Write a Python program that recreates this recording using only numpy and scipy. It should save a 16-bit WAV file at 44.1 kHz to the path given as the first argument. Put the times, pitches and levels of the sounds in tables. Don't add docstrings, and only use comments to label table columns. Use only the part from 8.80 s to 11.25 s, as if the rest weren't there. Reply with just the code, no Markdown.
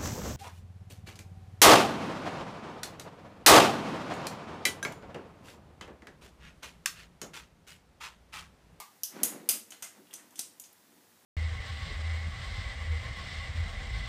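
import sys
import numpy as np
from scipy import signal
from scipy.fft import rfft, irfft
from scipy.io import wavfile

SR = 44100
rng = np.random.default_rng(int(sys.argv[2]) if len(sys.argv) > 2 else 0)


def master(y):
    cut = np.clip(np.atleast_2d(y).T, -1, 1)
    pcm = np.round(cut * 32767)
    wavfile.write(sys.argv[1], SR, pcm.astype(np.int16))


N = 108045
T = np.arange(N) / SR
FREQS = np.maximum(np.arange(N // 2 + 1) * SR / N, 1)


def amp(db):
    return 10 ** (np.asarray(db) / 20)


def unit(x):
    return x / np.sqrt(np.mean(x ** 2))


def over_hz(points):
    hz, value = np.array(points, float).T
    return np.interp(np.log(FREQS), np.log(hz), value)


def over_time(points):
    seconds, db = np.array(points, float).T
    return amp(np.interp(T, seconds, db))


def colour(x, db):
    size = 2048
    grid = np.linspace(0, SR / 2, size // 2 + 1)
    cepstrum = irfft(np.log(amp(np.interp(grid, FREQS, db))))
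    cepstrum[1:size // 2] *= 2
    cepstrum[size // 2:] = 0
    response = irfft(np.exp(rfft(cepstrum)))
    return signal.oaconvolve(np.atleast_2d(x), response[None])[:, :N].squeeze()


def resonate(x, modes):
    total = 0
    for k, (hz, width, db) in enumerate(modes):
        ring = signal.lfilter(*signal.iirpeak(hz, hz / width, fs=SR), x)
        total = total + (-1) ** k * amp(db) * ring
    return total


def ripple(count):
    return np.interp(FREQS, np.linspace(0, SR / 2, count), rng.standard_normal(count))


def hill(hz, octaves):
    return np.exp(-.5 * (np.log2(FREQS / hz) / octaves) ** 2)


def click(start):
    return np.maximum(1 - np.abs(np.arange(N) - np.round(start * SR)), 0)


FRACTURE_DB, RISE_SHARE = 4.5, 0.15


def burst(start, length_ms, decay_ms):
    ms = (T - start) * 1000
    unevenness = np.repeat(rng.standard_normal(N), 12)[:N]
    fractures = rng.standard_normal(N) * amp(FRACTURE_DB * unevenness)
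    rise = np.clip(ms / (RISE_SHARE * length_ms + 1e-9), 0, 1)
    decay = np.exp(-np.maximum(ms - length_ms, 0) / decay_ms)
    x = fractures * rise * decay
    return x / np.sqrt(np.sum(x ** 2))


SLIPS_PER_S, SLIP_SCATTER_DB = 1600, 3


def slips():
    happens = rng.random(N) < SLIPS_PER_S / SR
    return happens * rng.choice([-1, 1], N) * amp(SLIP_SCATTER_DB * rng.standard_normal(N))


# frequency in Hz, time to fall by 60 dB in seconds.
ROOM_DECAY = [(300, 0.11), (1300, .33), (8000, 0.29), (15000, 0.23)]
ROOM_ONSET_MS = 6.7


def room(x):
    noise, response = rfft(rng.standard_normal(N)), 0
    for hz, t60 in ROOM_DECAY:
        band = over_hz([(f, f == hz) for f, _ in ROOM_DECAY])
        response = response + irfft(noise * band, N) * np.exp(-np.log(1000) * T / t60)
    response = response * np.minimum(T * 1000 / ROOM_ONSET_MS, 1) ** 2
    response = response / np.sqrt(np.sum(response ** 2))
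    return signal.fftconvolve(x, response)[:N]


# frequency in Hz, relative level in dB per Hz.
HISS_COLOUR = [(75, -8), (100, -4.5), (130, -6), (190, -3), (310, -4), (900, -9.5), (1500, -21.5),
               (3200, -12.5), (15000, -13)]
HISS_DB = -63.5


def hiss():
    noise = irfft(rfft(rng.standard_normal(N)) * amp(over_hz(HISS_COLOUR)), N)
    return amp(HISS_DB) * unit(noise)


# start in seconds, relative level in dB.
KNOCK_BLOWS = [(.001, 1), (.016, -12)]
# frequency in Hz, width in Hz, relative level in dB.
KNOCK_RINGS = [(810, 200, -10.5), (1010, 91, -5), (1130, 63, -5.5), (1215, 28, -2), (2170, 72, -13)]
KNOCK_DB, KNOCK_TICK_DB, KNOCK_ROOM_DB = 3, -16.5, -1
KNOCK_TICK_MS, KNOCK_BAND_HZ = 5.7, (280, 15400)


def knock():
    blows = sum(amp(db) * click(start) for start, db in KNOCK_BLOWS)
    contacts = sum(amp(db) * burst(start, 0, KNOCK_TICK_MS) for start, db in KNOCK_BLOWS)
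    tick = amp(KNOCK_TICK_DB) * contacts
    ring = amp(KNOCK_DB) * resonate(blows, KNOCK_RINGS)
    echo = amp(KNOCK_ROOM_DB) * room(ring + amp(KNOCK_TICK_DB) * blows)
    return signal.lfilter(*signal.butter(1, KNOCK_BAND_HZ, "band", fs=SR), tick + ring + echo)


# start in seconds, relative level in dB, tearing length in ms,
# frequency in Hz below which the sound thins out, boost of the body in dB, boost of the top in dB,
# broad ring in Hz, its height in dB, sharp ring in Hz, level sent to the room in dB.
SNAP_EVENTS = [(.234, -7, 1.5, 2870, 7, 8, 5550, 11, 2980, -1),
               (0.432, 3.5, 3.4, 202, 1.5, 5.5, 10000, 3, 6780, -1),
               (.689, 5.5, 4.45, 310, 1, 5, 11000, -0.5, 4900, 1.5),
               (0.9059, -21.5, 0.59, 300, 6.5, 0, 6700, 3.5, 6700, 1.5),
               (.9206, -25, 1.5, 595, 19.5, -5, 4230, 10, 3020, 1),
               (1.0235, -12.5, 2.9, 407, 11.5, -1, 6200, 4.5, 2110, 3.5),
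               (1.3299, -24.5, 3.1, 300, 13.5, -6, 3200, 2, 3260, -6),
               (1.3379, -10.5, 1.8, 300, -4.5, -6.5, 5950, -0.5, 6020, 0),
               (1.5074, -33, .28, 1990, 4, 2.5, 6000, 1.5, 5900, -2),
               (1.557, -16, 0.98, 1800, -4, -14, 7250, -0.5, 3480, 0.5),
               (1.578, -30.5, 5.9, 980, 14.5, 7, 8500, -3, 6800, 9.5),
               (1.591, -2.5, 3.1, 252, -5, -5, 4940, 3, 3910, -0.5),
               (1.7983, -17.5, 1.1, 2020, -3, 3.5, 4700, -3, 6860, 0),
               (1.839, -25.5, 1.4, 2600, 13, -13, 5440, 6, 6660, 1.5),
               (1.929, -36, .6, 3000, 3, 6, 12500, 2, 14000, -5)]
# frequency in Hz, relative level in dB.
SHARED_COLOUR = [(300, -9.5), (1100, -15.5), (2000, -13), (2800, -6.5), (4300, -9.5), (6000, -1.5),
                 (7600, -0.5), (8700, 1.5), (12200, -2.5), (13000, -3.5), (15000, -8.5), (16000, -10)]
# frequency in Hz, width in Hz, relative level in dB.
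SNAP_RINGS = [(655, 37, 9), (2066, 35, 5.5), (2670, 30, -2)]
PLASTIC_HZ = [6750, 8270, 8640, 9720, 10200, 12600]
PLASTIC_WIDTH_HZ, PLASTIC_DB = 19, -7.5
BODY_HZ, TOP_SHELF_HZ = (1800, 6050), (8500, 12500)
RING_OCTAVES, SHARP_OCTAVES, SHARP_DB = 0.24, 0.034, 7.5
SNAP_DECAY_MS, RIPPLE_DB = 0.64, 1.2
WALL_MS, WALL_DB = 3.45, -3.5


def snaps():
    body = over_hz([(BODY_HZ[0], 1), (BODY_HZ[1], 0)])
    top = over_hz([(TOP_SHELF_HZ[0], 0), (TOP_SHELF_HZ[1], 1)])
    shared, near, spread = over_hz(SHARED_COLOUR), 0, 0
    for start, db, length, low_hz, body_db, top_db, ring_hz, ring_db, sharp_hz, room_db in SNAP_EVENTS:
        rings = ring_db * hill(ring_hz, RING_OCTAVES) + SHARP_DB * hill(sharp_hz, SHARP_OCTAVES)
        low_cut = np.maximum(-10 * np.log10(1 + (low_hz / FREQS) ** 12), -15)
        tone = db + shared + low_cut + body_db * body + top_db * top + rings
        tone = tone + RIPPLE_DB * ripple(count=90)
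        tear = burst(start, length, SNAP_DECAY_MS)
        wall_echo = amp(WALL_DB) * burst(start + WALL_MS / 1000, length, SNAP_DECAY_MS)
        to_room = amp(room_db) * click(start)
        direct, sent = colour(np.array([tear + wall_echo, to_room]), tone)
        near, spread = near + direct, spread + sent
    plastic = [(hz, PLASTIC_WIDTH_HZ, PLASTIC_DB) for hz in PLASTIC_HZ]
    return near + room(spread) + room(resonate(spread, SNAP_RINGS + plastic))


# time in seconds, level in dB.
SLIDE_LEVEL = [(.29, -85), (.315, -58), (.362, -47), (.425, -41.5), (.515, -50), (.535, -44.5), (.68, -54),
               (.775, -54), (.795, -63.5), (1.13, -72.5), (1.195, -56.5), (1.25, -66.5), (1.6, -65.5),
               (2.0, -79.5), (2.115, -64), (2.3, -76)]
# frequency in Hz, width in Hz, relative level in dB.
PANEL_RINGS = [(207, 44, 1), (249.3, 18, 5.5), (295.6, 41, 3), (392, 24.7, -1.5), (470, 17.4, 0.5),
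               (666, 360, -14)]
# time in seconds, level in dB.
RUSTLE_LEVEL = [(.28, -69), (.365, -50.5), (.51, -52), (.67, -63.5), (.76, -56), (.81, -70), (1.18, -65.5),
                (1.24, -70.5), (1.39, -62), (1.5, -69), (2.3, -69.5)]
# frequency in Hz, relative level in dB.
RUSTLE_TONE = [(80, -32), (250, -20), (550, -8), (850, -2), (1200, -5), (1900, -4), (3000, -12.5),
               (12000, -27)]
PANEL_LOW_HZ = 128


def sliding():
    low_cut = signal.butter(4, PANEL_LOW_HZ, "high", fs=SR, output="sos")
    rumble = signal.sosfilt(low_cut, resonate(slips(), PANEL_RINGS))
    rustle = colour(slips() + slips(), over_hz(RUSTLE_TONE))
    return unit(rumble) * over_time(SLIDE_LEVEL) + unit(rustle) * over_time(RUSTLE_LEVEL)


# middle in seconds, level at the peak in dB,
# time from the peak until it is about 17 dB down in seconds, centre in Hz, width in Hz.
FINGER_SCUFFS = [(1.172, -66, .03, 694, 500), (1.537, -65.5, 0.026, 950, 350)]


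def scuffs():
    out = 0
    for middle, db, length, hz, width in FINGER_SCUFFS:
        swell = np.exp(-2 * ((T - middle) / length) ** 2)
        out = out + amp(db) * swell * unit(resonate(slips(), [(hz, width, 0)]))
    return out


# start in seconds, relative level in dB, pitch in Hz,
# width in Hz of the narrower of two resonances.
NAIL_TICKS = [(1.2688, -24.5, 2760, 900), (1.309, -18, 3020, 795), (1.3963, -23, 1870, 1000)]
TICK_MS, TICK_EDGE_DB, TICK_ROOM_DB = 3.6, -18, -1.5


def ticks():
    out = 0
    for start, db, hz, width in NAIL_TICKS:
        contact = amp(db) * burst(start, 0, TICK_MS)
        ring = resonate(resonate(contact, [(hz, width, 0)]), [(hz, 2 * width, 0)])
        out = out + ring + amp(TICK_EDGE_DB) * contact
    return out + amp(TICK_ROOM_DB) * room(out)


def scene():
    return (hiss() + knock() + snaps() + sliding() + scuffs() + ticks())[None]


def record(dry):
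    low_cut = signal.butter(4, 85, "high", fs=SR, output="sos")
    top_cut = signal.ellip(10, .2, 70, 15200, fs=SR, output="sos")
    return signal.sosfilt(top_cut, signal.sosfilt(low_cut, dry))


dry = scene()
out = record(dry)
master(out)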